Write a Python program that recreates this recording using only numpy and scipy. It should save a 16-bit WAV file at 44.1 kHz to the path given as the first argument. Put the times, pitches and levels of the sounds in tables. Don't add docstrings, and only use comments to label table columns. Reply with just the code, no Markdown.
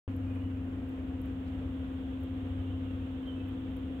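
import sys
import numpy as np
from scipy import signal
from scipy.fft import rfft, irfft
from scipy.io import wavfile

SR = 44100
rng = np.random.default_rng(int(sys.argv[2]) if len(sys.argv) > 2 else 0)


def put_to_file(sound):
    columns = np.atleast_2d(sound).T
    safe = np.clip(columns, -1, 1)
    whole_steps = np.round(safe * 32767)
    wavfile.write(sys.argv[1], SR, whole_steps.astype(np.int16))


N = 176400
T = np.arange(N) / SR
F = np.arange(N // 2 + 1) * SR / N + 1e-3

# frequency_hz, relative_level_db
RUMBLE_SPECTRUM = [(20, -20), (38, -8.5), (55, 2), (78, 5), (110, -4), (170, -6.5), (210, -10), (285, -2.5),
                   (370, -12), (520, -18.5), (740, -23.5), (890, -35), (1100, -35.5), (2000, -55)]
# frequency_hz, left_density_db, right_density_db
WASH_SPECTRUM = [(20, -100, -100), (121, -87, -86.5), (280, -79, -83.5), (560, -83.5, -84.5),
                 (970, -87.5, -89.5), (1410, -91, -89), (2220, -96.5, -93.5), (2860, -95.5, -92),
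                 (3487, -101, -101), (4640, -113.5, -123), (5500, -118.5, -129), (7700, -114, -121),
                 (9300, -123.5, -128), (12200, -123.5, -118.5), (15500, -125, -124.5)]
# time_s, level_db
DRONE_SWELLS = [(.08, -38.5), (.42, -37.5), (.8, -45.5), (.97, -48), (1.6, -43), (2.0, -54), (2.3, -42),
                (2.6, -37), (3.1, -43.5), (3.25, -55), (3.42, -40.5), (4, -54.5)]
# start_s, length_s, pitch_hz, slide_hz_per_s, level_db
# The row at 3.35 s is a faint, falling whistle; the others are far birds.
WHISTLES = [(.245, 0.11, 2462, -400, -71), (.35, 0.032, 2444, 2, -66.5), (.395, 0.038, 2870, 1201, -64.5),
            (.438, 0.03, 2890, -1200, -66.5), (.51, .04, 2800, -0.5, -73), (0.651, .04, 2800, 0.5, -74),
            (2.587, .04, 3020, -0.5, -66.5), (2.661, 0.034, 2797, -3000, -61.5), (2.7, .035, 3040, 1, -64),
            (2.762, 0.028, 3010, -0.5, -69), (2.845, .08, 2774, -1800, -67),
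            (3.004, 0.041, 2640, -800, -67), (3.215, 0.042, 3070, 0, -66.5),
            (3.258, 0.059, 3060, -300, -56.5), (3.35, 0.11, 2650, -600, -66),
            (3.423, .03, 3050, -1.5, -66.5)]
# start_s, gain_db, brightness_hz, left_minus_right_db
HANDLING_TICKS = [(.1645, -52, 12500, -1), (.352, -60, 8800, 10), (.889, -56, 13000, -7),
                  (1.216, -50, 13000, -7), (1.257, -57, 13000, -9), (1.798, -65, 11000, 3),
                  (2.206, -59, 13000, -6), (2.234, -53, 13000, -10), (3.274, -60, 13500, 4),
                  (3.4859, -57, 12800, -10), (3.712, -63, 14000, 0), (3.7665, -52, 12800, -7)]
# pitch_hz, level_db
MOTOR_TONES = [(58.2, -55), (73.5, -51), (80.8, -48.5), (84.5, -60.5), (117.3, -62.5), (147.6, -66),
               (190.6, -56.5), (234.8, -57), (243.3, -57.5), (281.7, -56.5), (293.6, -60.5), (300.9, -66.5),
               (320.1, -60), (448.1, -67), (486.5, -63.5), (495.3, -65), (505.7, -63.5), (525, -65.5),
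               (601.8, -76.5), (710.5, -70.5), (719.3, -73), (806.6, -83), (1011.5, -82.5), (1055, -79.5)]

RUMBLE_DB, WASH_SWELL_DB, WASH_FLICKER_DB = -45.5, .4, .55
HISS_HZ, HISS_WIDTH_HZ, HISS_DB, HISS_START_S, HISS_RISE_S = 3213, 397, -67.5, .3, 1.66
DRONE_HZ = 95.15
WHISTLE_WAVER, ECHO_T60_S, ECHO_DB = .013, .8, 1
TICK_DECAY_S, TICK_TAIL_DB, TICK_TAIL_S = .0016, -13, .014
SCUFF_DB, SCUFF_GRIT_DB = -69.5, 2
RATTLE_DB, RATTLE_SWING_DB, RATTLE_CYCLE_HZ = -62, 7.5, 4.8
MOTOR_WAVER_DB = 1.5
HUM_HZ, HUM_DB, FAN_HZ, FLUTTER_DEPTH = 262.4, -39, 22, .1


def undb(db):
    return 10 ** (np.asarray(db) / 20)


def unit(x):
    return x / np.sqrt(np.mean(x ** 2))


def pan(x, left_db):
    return x * undb(np.array([[left_db], [-left_db]]) / 2)


def from_left(x, left_db, lag_s=.00014):
    return pan(np.array([x, np.interp(T - lag_s, T, x)]), left_db)


def wander(rate_hz):
    return unit(irfft(rfft(rng.standard_normal(N)) / (1 + (F / rate_hz) ** 4), N))


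def shaped_noise(hz, density_db):
    colour = undb(np.interp(np.log(F), np.log(hz), density_db))
    return irfft(rfft(rng.standard_normal(N)) * colour, N) * np.sqrt(SR / 2)


def resonate(x, hz, width_hz):
    return irfft(rfft(x) / (1 + 1j * (F / hz - hz / F) * hz / width_hz) ** 2, N)


def tone(hz, drift_hz):
    cycles = np.cumsum(hz + drift_hz * wander(.97)) / SR
    return np.sqrt(2) * np.sin(2 * np.pi * (cycles + rng.random()))


def arch(start_s, length_s):
    return np.sin(np.pi * np.clip((T - start_s) / length_s, 0, 1))


def traffic():
    rumble = undb(RUMBLE_DB) * unit(shaped_noise(*np.array(RUMBLE_SPECTRUM).T))
    hz, left_db, right_db = np.array(WASH_SPECTRUM).T
    wash = np.array([shaped_noise(hz, left_db), shaped_noise(hz, right_db)])
    movement = undb(WASH_SWELL_DB * wander(6.4) + WASH_FLICKER_DB * wander(20))
    return from_left(rumble, left_db=4) + wash * movement


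def hiss():
    colour = np.exp(-.5 * ((F - HISS_HZ) / HISS_WIDTH_HZ) ** 2)
    band = unit(irfft(rfft(rng.standard_normal((2, N))) * colour, N))
    fade_in = np.clip((T - HISS_START_S) / HISS_RISE_S, 0, 1)
    return pan(undb(HISS_DB) * band * fade_in, left_db=-8.5)


def drone():
    swell = undb(np.interp(T, *np.array(DRONE_SWELLS).T))
    return from_left(swell * tone(DRONE_HZ, drift_hz=.5), left_db=1.5)


def whistles():
    notes = np.zeros(N)
    for start_s, length_s, pitch_hz, slide, level_db in WHISTLES:
        pitch = pitch_hz * (1 + WHISTLE_WAVER * wander(70)) + slide * (T - start_s - length_s / 2)
        notes += undb(level_db) * arch(start_s, length_s) * tone(pitch, drift_hz=4)
    tail = rng.standard_normal((2, N)) * undb(-60 * T / ECHO_T60_S)
    tail /= np.sqrt(np.sum(tail ** 2, axis=1, keepdims=True))
    echo = signal.fftconvolve(notes[None], tail, axes=1)[:, :N]
    return pan(notes + undb(ECHO_DB) * echo, left_db=-7.5)


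def handling_ticks():
    ticks = np.zeros((2, N))
    for start_s, gain_db, brightness_hz, left_db in HANDLING_TICKS:
        age = np.abs(T - start_s)
        decay = np.exp(-age / TICK_DECAY_S) + undb(TICK_TAIL_DB) * np.exp(-age / TICK_TAIL_S)
        burst = (T >= start_s) * decay * rng.standard_normal((2, N))
        ticks += pan(undb(gain_db) * resonate(burst, brightness_hz, width_hz=4000), left_db)
    return ticks


def hand_scuff():
    grit = undb(SCUFF_GRIT_DB * wander(150)) * rng.standard_normal((2, N))
    rub = unit(resonate(grit, hz=3200, width_hz=1900))
    return pan(undb(SCUFF_DB) * arch(start_s=1.445, length_s=.06) * rub, left_db=-4)


def casing_rattle():
    loop_index = (T % (1 / RATTLE_CYCLE_HZ) * SR).astype(int)
    pattern_db = RATTLE_SWING_DB * wander(51)[loop_index]
    variation_db = 2 * wander(14)
    knocks = undb(pattern_db + variation_db) * rng.standard_normal(N)
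    body = unit(resonate(knocks, hz=460, width_hz=260))
    return pan(undb(RATTLE_DB) * body, left_db=0)


def machine():
    flutter = 1 + FLUTTER_DEPTH * np.sin(2 * np.pi * FAN_HZ * T)
    hum = undb(HUM_DB) * tone(HUM_HZ, drift_hz=.095) * flutter
    motor = sum(undb(level_db + MOTOR_WAVER_DB * wander(.69)) * tone(pitch_hz, drift_hz=.2)
                for pitch_hz, level_db in MOTOR_TONES)
    return from_left(hum, left_db=1.5) + from_left(motor, left_db=1)


def scene():
    background = traffic() + hiss() + drone() + whistles()
    return background + handling_ticks() + hand_scuff() + casing_rattle() + machine()


def record(dry):
    open_s, fade_s, top_hz = .078, .00053, 15800
    opened = dry * np.clip((T - open_s) / fade_s, 0, 1)
    return signal.sosfilt(signal.ellip(10, .2, 70, top_hz, fs=SR, output="sos"), opened)


dry = scene()
out = record(dry)
put_to_file(out)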